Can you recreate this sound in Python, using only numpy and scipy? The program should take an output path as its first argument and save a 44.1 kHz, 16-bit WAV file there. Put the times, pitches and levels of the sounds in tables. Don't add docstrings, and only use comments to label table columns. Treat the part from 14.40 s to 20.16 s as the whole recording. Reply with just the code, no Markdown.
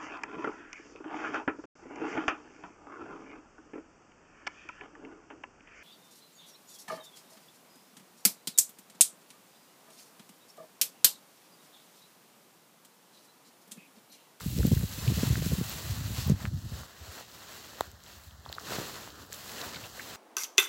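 import sys
import numpy as np
from scipy import signal
from scipy.fft import rfft, irfft
from scipy.io import wavfile
from scipy.ndimage import uniform_filter1d

SR = 44100
rng = np.random.default_rng(int(sys.argv[2]) if len(sys.argv) > 2 else 0)


def put_to_file(sound):
    columns = np.atleast_2d(sound).T
    safe = np.clip(columns, -1, 1)
    whole_steps = np.round(safe * 32767)
    wavfile.write(sys.argv[1], SR, whole_steps.astype(np.int16))


def natural_amplitude(level_db):
    exponent = np.asarray(level_db, float) / 20
    return 10 ** exponent


N = 254016

# [loudest at t/s, level/dB, rise/s per 10 dB, fall/s per 10 dB, weight/dB]
CLOTH = [
    (.02, -52, .1, .05, 8),
    (.08, -49, .08, .3, -8),
    (.3, -46.5, .25, .35, -6),
    (.66, -45.5, .3, .3, 0),
    (.86, -41.5, .25, .17, 1),
    (1.08, -44, .13, .25, -3),
    (1.31, -44.5, .2, .45, 2),
    (1.55, -50, .3, .2, 3),
    (1.81, -43, .15, .09, 1),
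    (1.89, -48, .1, .03, 4),
]
# [loudest at t/s, level/dB, rise/s per 10 dB, fall/s per 10 dB, weight/dB]
SWISHES = [(2.04, -50, .1, .05, 1), (2.2, -57, .15, .2, -2), (2.36, -49.5, .1, .13, 0),
           (2.65, -56, .2, .2, 0), (2.78, -49, .15, .06, 0), (2.95, -53.5, .1, .15, -1),
           (3.16, -50.5, .16, .2, -1), (3.39, -54, .2, .15, 2), (3.71, -55.5, .12, .13, -1),
           (3.84, -60.5, .1, .15, -7), (4.13, -59, .15, .2, 3), (4.33, -41.5, .1, .23, 2),
           (4.5, -51.5, .2, .2, 0), (4.66, -52, .15, .05, 1), (4.77, -58, .1, .12, 3),
           (4.83, -55, .07, .06, -2), (4.94, -48, .03, .13, -4), (5.1, -49.5, .13, .12, -9),
           (5.21, -46, .15, .15, 3), (5.27, -49, .1, .05, -6), (5.37, -50.5, .15, .15, 2),
           (5.45, -51.5, .1, .1, -3), (5.6, -50, .08, .2, -3), (5.76, -48.5, .2, .2, 2)]


def unit(x):
    return x / np.sqrt(np.mean(x ** 2))


def band(x, lo_hz, hi_hz, order=2):
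    return signal.sosfilt(signal.butter(order, [lo_hz, min(hi_hz, .45 * SR)], "band", fs=SR, output="sos"), x)


def steady(x, span):
    k = int(span * SR)
    power = uniform_filter1d(uniform_filter1d(x ** 2, k), k)
    return unit(x / np.sqrt(power + 1e-9))


def walk(rate):
    k = int(SR / rate)
    held = np.repeat(rng.standard_normal(N // k + 1), k)
    return unit(uniform_filter1d(held, k)[:N])


def grains(rate, spread_db):
    struck = rng.random(N) < rate / SR
    sign = np.sign(rng.standard_normal(N))
    size_db = spread_db * np.minimum(rng.exponential(size=N), 3)
    return unit(struck * sign * natural_amplitude(size_db))


def add(out, s, x):
    i = int(s * SR)
    out[i:i + len(x)] += x[:N - i]


def swells(rows, under_db):
    t, power = np.arange(0, N, 64) / SR, 0
    for s, db, rise, fall in rows:
        away = np.maximum((s - t) / rise, (t - s) / fall) ** 1.5
        power = power + natural_amplitude(2 * db - 20 * away)
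    return 10 * np.log10(np.interp(np.arange(N) / SR, t, power) + natural_amplitude(2 * under_db))


def motion(table, offset_db, slope):
    return [(s, db + offset_db + slope * weight, rise, fall) for s, db, rise, fall, weight in table]


def ring(hz, cycles, fall):
    turn = np.arange(int(6 * cycles * SR / hz)) * hz / SR
    shape = turn / cycles * np.exp(-2 * turn / cycles)
    x = shape * np.sin(2 * np.pi * np.log1p(fall * turn) / fall)
    return x / np.abs(x).max()


def swirl(hz, cycles, lean):
    turn = np.arange(-2048, 2048) * hz / SR
    shape = np.exp(-np.log(16) * (turn / cycles) ** 2)
    return shape * np.cos(2 * np.pi * (turn - .06 * turn ** 2 / cycles) + lean)


def crack():
    burst = rng.standard_normal(128) * np.exp(-np.arange(128) / 18.0)
    burst[0] += 4.0 * np.sign(burst[0])
    return burst / np.sqrt(np.sum(burst ** 2))


def wind():
    # [t/s, strength/dB, bite of the small eddies/dB]
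    gusts = [(0, -50, 0), (.09, -37, -1), (.42, -37, 0), (.55, -43, -4), (.68, -35, -1), (1.22, -36, 3),
             (1.3, -44, -6), (1.42, -46, -6), (1.48, -34, -8), (1.8, -36, -5), (1.94, -28, -2),
             (1.98, -45, -4), (2.07, -34, -7), (2.42, -47, -7), (2.47, -64, -5), (4.15, -59, -8),
             (4.3, -57, 0), (5.76, -60, -2)]
    # [strongest at t/s, peak level/dB, f/Hz, cycles at half height]
    thumps = [(0.065, -24.4, 182, 1.51), (0.085, -25.0, 110, 1.37), (0.128, -27.0, 118, 0.79),
              (0.154, -30.6, 147, 0.61), (0.165, -20.3, 145, 0.71), (0.184, -16.0, 129, 0.95),
              (0.202, -17.2, 96, 0.93), (0.226, -21.8, 89, 0.75), (0.253, -10.5, 171, 1.21),
              (0.279, -17.9, 139, 1.58), (0.319, -13.5, 200, 1.5), (0.331, -15, 115, 1.1),
              (0.37, -17.0, 117, 1.38), (0.402, -26.4, 143, 0.65), (0.438, -20.1, 128, 0.74),
              (0.65, -25.9, 128, 0.86), (0.686, -14.9, 120, 2.04), (0.703, -19.0, 147, 0.86),
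              (0.723, -19.0, 174, 0.89), (0.778, -18.2, 121, 0.96), (0.811, -25.2, 116, 1.86),
              (0.836, -13.2, 203, 0.99), (0.879, -19.2, 125, 1.61), (0.908, -14.3, 124, 1.18),
              (0.926, -21.0, 106, 1.02), (0.966, -25.7, 89, 1.44), (0.981, -23.5, 140, 0.71),
              (0.997, -25.2, 122, 0.79), (1.019, -22.8, 127, 1.38), (1.066, -20.7, 172, 1.32),
              (1.077, -23.3, 111, 0.6), (1.121, -26.4, 139, 1.01), (1.134, -18.3, 149, 1.44),
              (1.189, -22.8, 180, 2.87), (1.214, -23.4, 197, 0.94), (1.474, -28.5, 112, 0.92),
              (1.508, -26.5, 110, 1.82), (1.612, -28.4, 113, 2.18), (1.653, -24.9, 110, 1.72),
              (1.783, -27.0, 86, 0.95), (1.866, -20.9, 123, 0.84), (1.901, -12.6, 188, 1.06),
              (1.922, -11.5, 129, 0.92), (2.048, -25.3, 124, 0.73), (2.079, -24.9, 91, 1.49),
              (2.123, -28.2, 109, 0.93), (2.143, -23.4, 133, 1.43), (2.165, -25.8, 137, 0.79),
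              (2.255, -28.1, 123, 2.73), (2.32, -27.9, 114, 1.2)]
    # [t/s, peak level/dB, f/Hz, cycles]
    lesser = [(.585, -33, 170, 1.2), (.625, -30, 120, 1.2), (1.035, -30, 110, 1.5), (1.095, -30, 120, 1.5),
              (1.25, -33, 120, 1.5), (4.3, -41, 120, 1.5), (4.34, -42, 90, 1.5), (1.357, -35, 143, 1.5),
              (2.36, -36, 100, 1.5), (2.403, -38, 78, 1.5), (5.26, -46, 95, 1.5), (5.36, -42, 170, 1.5),
              (5.395, -42, 250, 1.5), (5.425, -44, 110, 2)]
    # [t/s, peak level/dB]
    puffs = [
        (2.608, -38),
        (2.68, -38),
        (3.47, -44),
        (3.529, -42),
        (3.76, -47),
        (3.866, -43),
        (3.92, -45),
        (3.979, -43),
        (4.08, -39.5),
        (4.8, -45),
    ]
    # [t/s, peak level/dB, f/Hz, cycles]
    footfall = (4.382, -30, 145, 1.3)
    t, strength_db, bite_db = np.transpose(gusts)
    strength_db, bite_db = (np.interp(np.arange(N) / SR, t, c) for c in (strength_db, bite_db))
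    soft = lesser + [(s, db, 82, 1.7) for s, db in puffs] + [footfall]
    out = turbulence(thumps + soft, strength_db, bite_db)
    for s, db, hz, cycles in thumps:
        sign = np.sign(rng.standard_normal())
        add(out, s - 2048 / SR, sign * natural_amplitude(db - .7) * swirl(hz, cycles, rng.uniform(-.8, .8)))
    for s, db, hz, cycles in soft:
        sign = np.sign(rng.standard_normal())
        add(out, s, sign * natural_amplitude(db - 2.0) * ring(1.16 * hz, cycles, fall=0.14))
    return out + edges_and_heaves() + flicks()


def turbulence(jumps, strength_db, bite_db):
    def wake(levels, under_db):
        return [(row[0], db + under_db, .016, .02) for row, db in zip(jumps, levels)]

    peaks_db = [db for s, db, hz, cycles in jumps]
    edges_db = [db - 12 - 6 * cycles + bite_db[int(s * SR)] for s, db, hz, cycles in jumps]
    middle_rows = wake(peaks_db, -17) + motion(SWISHES, -8.5, .8)
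    small_rows = wake(edges_db, -12) + motion(SWISHES, -2.5, 1.1) + motion(CLOTH, -5.5, 0)
    big_db = swells(wake(peaks_db, -17), strength_db)
    middle_db = swells(middle_rows, -47.5 + 1.0 * (strength_db + 40))
    small_db = swells(small_rows, -64 + .6 * (strength_db + 40) + bite_db)

    lumpy = np.clip((middle_db + 57) / 18, 0, 1)
    lumps = grains(300, 4.4) * natural_amplitude(6.2 * walk(30))
    eddies = lumpy * lumps + (1 - 0.75 * lumpy) * rng.standard_normal(N)
    big = natural_amplitude(big_db - 1.5) * steady(band(band(eddies, 20, 200), 56, 125), .06)
    middle = steady(band(band(eddies, 20, 330, order=3), 100, 280), .06)
    upper = band(middle, 175, 600)
    middle = natural_amplitude(middle_db - 2.5) * (band(middle, 20, 170) - natural_amplitude(bite_db - 3.5) * upper) * .95
    small = natural_amplitude(small_db - 5) * steady(band(band(eddies, 144, 600), 285, 600), 0.11)
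    return big + middle + small


def edges_and_heaves():
    # [strongest at t/s, peak level/dB, f/Hz]
    edges = [(0.182, -33.7, 366), (0.193, -26.9, 376), (0.201, -32.6, 317), (0.209, -29.0, 346),
             (0.251, -20.6, 344), (0.272, -31.0, 309), (0.32, -25.9, 382), (0.333, -26.9, 356),
             (0.367, -32.4, 304), (0.438, -32.7, 310), (0.667, -36.1, 395), (0.675, -35.7, 398),
             (0.691, -35.5, 319), (0.702, -33.7, 365), (0.716, -31.8, 334), (0.723, -31.4, 328),
             (0.776, -35.1, 352), (0.801, -37.0, 347), (0.835, -21.4, 333), (0.905, -32.8, 322),
             (0.912, -37.3, 364), (0.929, -38.6, 367), (0.979, -32.4, 332), (1.024, -30.1, 419),
             (1.064, -30.2, 337), (1.122, -28.7, 440), (1.14, -32.9, 330), (1.154, -36.9, 437),
             (1.188, -35.6, 326), (1.215, -35.1, 321), (1.88, -36.2, 327), (1.9, -24.3, 334),
             (1.92, -31.3, 332), (2.048, -38.0, 322)]
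    # [strongest at t/s, peak level/dB, f/Hz]
    heaves = [(0.088, -32.8, 80), (0.198, -22.1, 68), (0.266, -29.2, 80), (0.328, -22.4, 79),
              (0.376, -26.2, 69), (0.439, -26.9, 75), (0.64, -31.8, 83), (0.697, -25.4, 75),
              (0.743, -28.5, 76), (0.786, -29.0, 74), (0.917, -23.2, 73), (0.965, -27.6, 79),
              (1.135, -31.6, 73), (1.205, -29.0, 74), (1.616, -33.5, 74), (1.783, -30.7, 72),
              (1.872, -28.7, 79), (1.927, -21.6, 74), (2.048, -32.5, 79), (2.082, -29.4, 76),
              (2.153, -32.8, 68), (2.332, -31.9, 76)]
    out = np.zeros(N)
    for table, cycles, gain_db in (edges, 1.05, 1.2), (heaves, 2.1, -2.5):
        for s, db, hz in table:
            lean = rng.uniform(-np.pi, np.pi)
            add(out, s - 2048 / SR, natural_amplitude(db + gain_db) * swirl(hz, cycles, lean))
    return out


def flicks():
    # [t/s, peak level/dB, f/Hz]
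    table = [(.205, -35, 650), (.249, -31, 600), (.28, -36, 480), (.06, -36, 330), (.628, -40, 550),
             (.705, -39, 600), (1.898, -34, 550), (.317, -32, 650), (.833, -33, 600), (1.455, -38, 400),
             (4.308, -31, 450), (4.321, -29, 600), (4.385, -26, 500), (4.399, -31, 380), (4.416, -32, 400),
             (4.482, -37, 700)]
    out = np.zeros(N)
    for s, db, hz in table:
        add(out, s, natural_amplitude(db) * ring(hz, .8, fall=0.15))
    return out


def rustle():
    still_db = -66
    heavy_rows = motion(CLOTH, -6, .7) + motion(SWISHES, -1.5, .7)
    fine_rows = motion(CLOTH, -3.5, -.4) + motion(SWISHES, -6.5, -.4)
    middle_db = swells(motion(CLOTH + SWISHES, 0, 0), still_db)
    heavy_db = swells(heavy_rows, still_db + 3)
    fine_db = swells(fine_rows, still_db - 7)
    shared = grains(500, 3.4)

    def blades():
        return colour(rng.standard_normal(N) + natural_amplitude(-7.5) * shared + natural_amplitude(-8.5) * grains(600, 6.3))

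    heavy = unit(band(blades(), 533, 2040, order=3)) * natural_amplitude(heavy_db - 0.94 + 1.3 * walk(40))
    middle = unit(band(blades(), 2110, 10060, order=4)) * natural_amplitude(middle_db + 0.16 + 0.52 * walk(40))
    fine = unit(band(blades(), 9030, 20500, order=4)) * natural_amplitude(fine_db + 3.0 + 0.38 * walk(40))
    patches = natural_amplitude(0.69 * steady(walk(60), 0.087))
    return patches * (heavy + middle + fine)


def colour(x):
    # [f/Hz, level/dB per Hz]
    curve = [(320, -11), (550, 4.5), (849, 3.5), (910, 2.5), (990, 4.5), (1910, 3), (2260, -3), (2670, 1),
             (3490, 0), (4190, 3), (5020, -1), (7530, -3), (9290, -18.5), (11100, -14), (15600, -13)]
    hz, colour_db = np.transpose(curve)
    grid = np.log(np.arange(N // 2 + 1) * SR / N + 1)
    return irfft(rfft(x) * natural_amplitude(np.interp(grid, np.log(hz), colour_db)), N)


def shade(x):
    # [deepest at t/s, rise/s per 10 dB, fall/s per 10 dB, f/Hz]
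    hollows = [
        (2.13, .06, .05, 2600),
        (2.2, .1, .12, 2200),
        (2.43, .06, .08, 2450),
        (3.58, .08, .06, 2550),
        (3.98, .1, .12, 2400),
        (4.22, .04, .04, 2300),
        (4.74, .04, .1, 2000),
        (4.86, .1, .08, 2150),
        (5.53, .08, .06, 2300),
    ]
    for s, rise, fall, hz in hollows:
        depth = natural_amplitude(swells([(s, -3.5, rise, fall)], -80))
        x = x - depth * band(x, hz / 1.2, hz * 1.2, order=1)
    return x


def clicks():
    # [t/s, peak level/dB, f/Hz, cycles]
    knocks = [(.23, -31, 1670, 1.8), (.373, -35, 1770, 1.5), (.41, -31, 2200, .45), (.678, -26, 2800, 1.5),
              (.955, -22, 1800, 1), (1.511, -29, 2600, .5), (.011, -36, 2000, .5), (2.053, -20, 1900, .6),
              (2.061, -31, 1570, .58), (2.433, -33, 1200, .7), (2.809, -33, 824, .63),
              (3.332, -39, 850, .84), (.187, -30, 3000, .5), (3.663, -41, 3930, 1.5),
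              (3.909, -44, 3500, 1.6), (4.061, -31, 1040, 1.1), (4.098, -33.5, 680, .77),
              (4.119, -38, 800, .8), (4.1266, -22.5, 3900, .9), (4.127, -38, 1900, 1.5),
              (4.165, -39, 670, .9), (4.1825, -24, 1400, 1.5), (4.675, -31, 1000, .5),
              (4.688, -40, 1300, .8), (4.695, -39, 1000, .7), (4.9, -43, 450, 1), (5.282, -38, 1000, 1),
              (5.58, -41, 550, 1), (2.01, -39, 1960, 1.5), (1.02, -33, 2200, .6), (.006, -33, 1400, 1),
              (4.924, -35, 1950, 2), (5.061, -38, 1160, 1.3), (5.215, -25, 4100, .7), (5.359, -30, 3600, 1),
              (5.596, -27, 1950, 2)]
    # [t/s, bright level/dB, bright f/Hz, thin level/dB]
    cracks = [(.011, -35, 7000, -47), (.187, -32, 4500, -43), (.23, -44, 6000, -48), (.267, -36, 5600, -29),
              (.284, -38, 4500, -42), (.326, -36, 5200, -43), (.35, -35, 6500, -34), (.377, -46, 6000, -39),
              (.393, -50, 6000, -32), (.425, -48, 6000, -38), (.678, -38, 3940, -45),
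              (1.296, -42, 4200, -32), (1.462, -42, 5500, -55), (1.511, -31, 3800, -42),
              (1.874, -52, 6000, -29), (1.897, -31, 7600, -50), (2.026, -42, 4200, -55),
              (3.436, -58, 6000, -49), (3.456, -56, 6000, -49), (3.469, -60, 6000, -53),
              (3.515, -47, 6500, -50), (3.603, -47, 3700, -62), (3.637, -45, 7000, -59),
              (4.061, -50, 4200, -60), (4.098, -48, 3900, -55), (4.119, -47, 4000, -43),
              (4.1265, -33, 6500, -43), (4.15, -48, 7500, -50), (4.197, -39, 6000, -55),
              (4.213, -46, 6500, -52), (4.703, -39, 3200, -60), (4.924, -36, 4500, -55),
              (4.929, -29, 8000, -48), (4.94, -35, 3800, -48), (4.944, -35, 8200, -50),
              (5.061, -53, 5500, -48), (5.216, -42, 6000, -45), (5.345, -40, 4000, -55),
              (5.6, -44, 4000, -55)]
    out, thin = np.zeros((2, N))
    for s, db, hz, cycles in knocks:
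        cycles = cycles * max(hz / 1000, 1) ** 0.33
        add(out, s + .0008, natural_amplitude(db - 1) * ring(hz, cycles, fall=0.048))
    for s, bright_db, hz, thin_db in cracks:
        add(out, s + .0006, natural_amplitude(bright_db + 21) * band(crack(), hz / 1.45, hz * 1.45))
        add(thin, s + 0.0008, natural_amplitude(thin_db + 22) * crack())
    port = signal.butter(2, [8500, 10800], "bandstop", fs=SR, output="sos")
    return signal.sosfilt(port, out) + band(thin, 12800, 17000, order=3)


def snap():
    # [delay/s, peak level/dB, f/Hz, cycles]
    parts = [
        (.00052, -16.5, 837, 1.05),
        (.00035, -25, 3750, 3.2),
        (.00062, -17.8, 1180, .88),
        (.0015, -24, 330, .36),
        (0, -26.5, 1860, 3.3),
        (.0004, -29, 7200, 3.5),
        (.0005, -34, 5700, 4.),
        (.0004, -27, 12200, 3.5),
        (.0004, -24, 15200, 5.),
    ]
    start_s = 3.4078
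    out = np.zeros(N)
    add(out, start_s + .0003, natural_amplitude(-32) * crack())
    out = band(out, 5200, 8200) * natural_amplitude(16)
    for delay, db, hz, cycles in parts:
        turn = np.arange(512) * hz / SR
        shape = turn / cycles * np.exp(-(turn / cycles) ** 2)
        add(out, start_s + delay, natural_amplitude(db + 7) * shape * np.sin(2 * np.pi * turn))
    return out


def scrapes():
    # [t/s, peak level/dB, f/Hz, length/s]
    table = [(0.696, -40, 931, 0.0045), (4.09, -36, 4050, 0.0025), (4.139, -39, 4300, 0.0054),
             (4.149, -37, 3850, 0.003), (4.052, -47, 3500, 0.004), (5.34, -39, 4000, 0.008),
             (5.357, -33, 2100, 0.004), (5.18, -35, 2970, 0.0054), (5.212, -32.5, 4060, 0.005),
             (5.343, -32, 1950, 0.004), (5.356, -37, 4200, 0.0086), (5.366, -33.5, 1750, 0.0043),
             (5.437, -35, 2720, 0.004), (5.438, -39, 3400, 0.004), (5.445, -39, 2800, 0.004),
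             (5.592, -36, 1940, 0.005), (5.603, -37, 2100, 0.005)]
    out = np.zeros(N)
    for s, db, hz, length in table:
        t = np.arange(2048) / SR / length
        slips = band(rng.standard_normal(2048), .88 * hz, 1.13 * hz)
        add(out, s, natural_amplitude(db + 0.5) * unit(slips) * t * np.exp(-t ** 2))
    return out


def rubs():
    # [loudest at t/s, level/dB, rise/s per 10 dB, fall/s per 10 dB, f/Hz]
    table = [(.85, -49, .025, .025, 1100), (4.8, -58, .1, .08, 330), (1.82, -49, .06, .06, 5200),
             (1.88, -50, .04, .03, 1000), (1.91, -52, .03, .02, 4700), (2.36, -58, .06, .05, 4100),
             (2.53, -62, .05, .06, 1600), (3.43, -58, .03, .05, 1400), (3.72, -61, .06, .05, 4000),
             (4.28, -52, .03, .04, 1200), (4.78, -55, .08, .1, 1330), (4.82, -62, .03, .03, 4000),
             (5.21, -54, .05, .05, 1800), (5.25, -55, .04, .05, 4300)]
    slips = rng.standard_normal(N) + .6 * grains(900, 4.0)
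    out = np.zeros(N)
    for *row, hz in table:
        out += natural_amplitude(swells([row], -120)) * unit(band(slips, hz / 1.22, hz * 1.22))
    return out


def hush():
    return natural_amplitude(-77) * unit(band(rng.standard_normal(N), 90, 190, order=2))


def flutters():
    # [t/s, low f/Hz, high f/Hz, level/dB]
    table = [
        (.6, 4700, 9000, -49),
        (2.35, 5700, 7000, -64),
        (5.02, 12400, 14500, -63),
        (5.67, 14400, 15800, -65),
    ]
    out = np.zeros(N)
    for s, lo_hz, hi_hz, db in table:
        hiss = unit(band(rng.standard_normal(3000), lo_hz, hi_hz, order=4))
        add(out, s - .03, natural_amplitude(db) * np.hanning(3000) * hiss)
    return out


def scene():
    mono = wind() + shade(rustle()) + clicks() + snap() + scrapes() + rubs() + hush()
    side = flutters()
    return np.array([mono + side, mono - side])


def low_pass(x):
    return signal.sosfilt(signal.butter(12, 17040, fs=SR, output="sos"), x)


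def record(dry):
    cut = signal.sosfilt(signal.butter(4, 48, "high", fs=SR, output="sos"), dry)
    cut = signal.sosfiltfilt(signal.ellip(8, .15, 35, 15830, fs=SR, output="sos"), cut)
    return low_pass(cut)


dry = scene()
out = record(dry)
put_to_file(out)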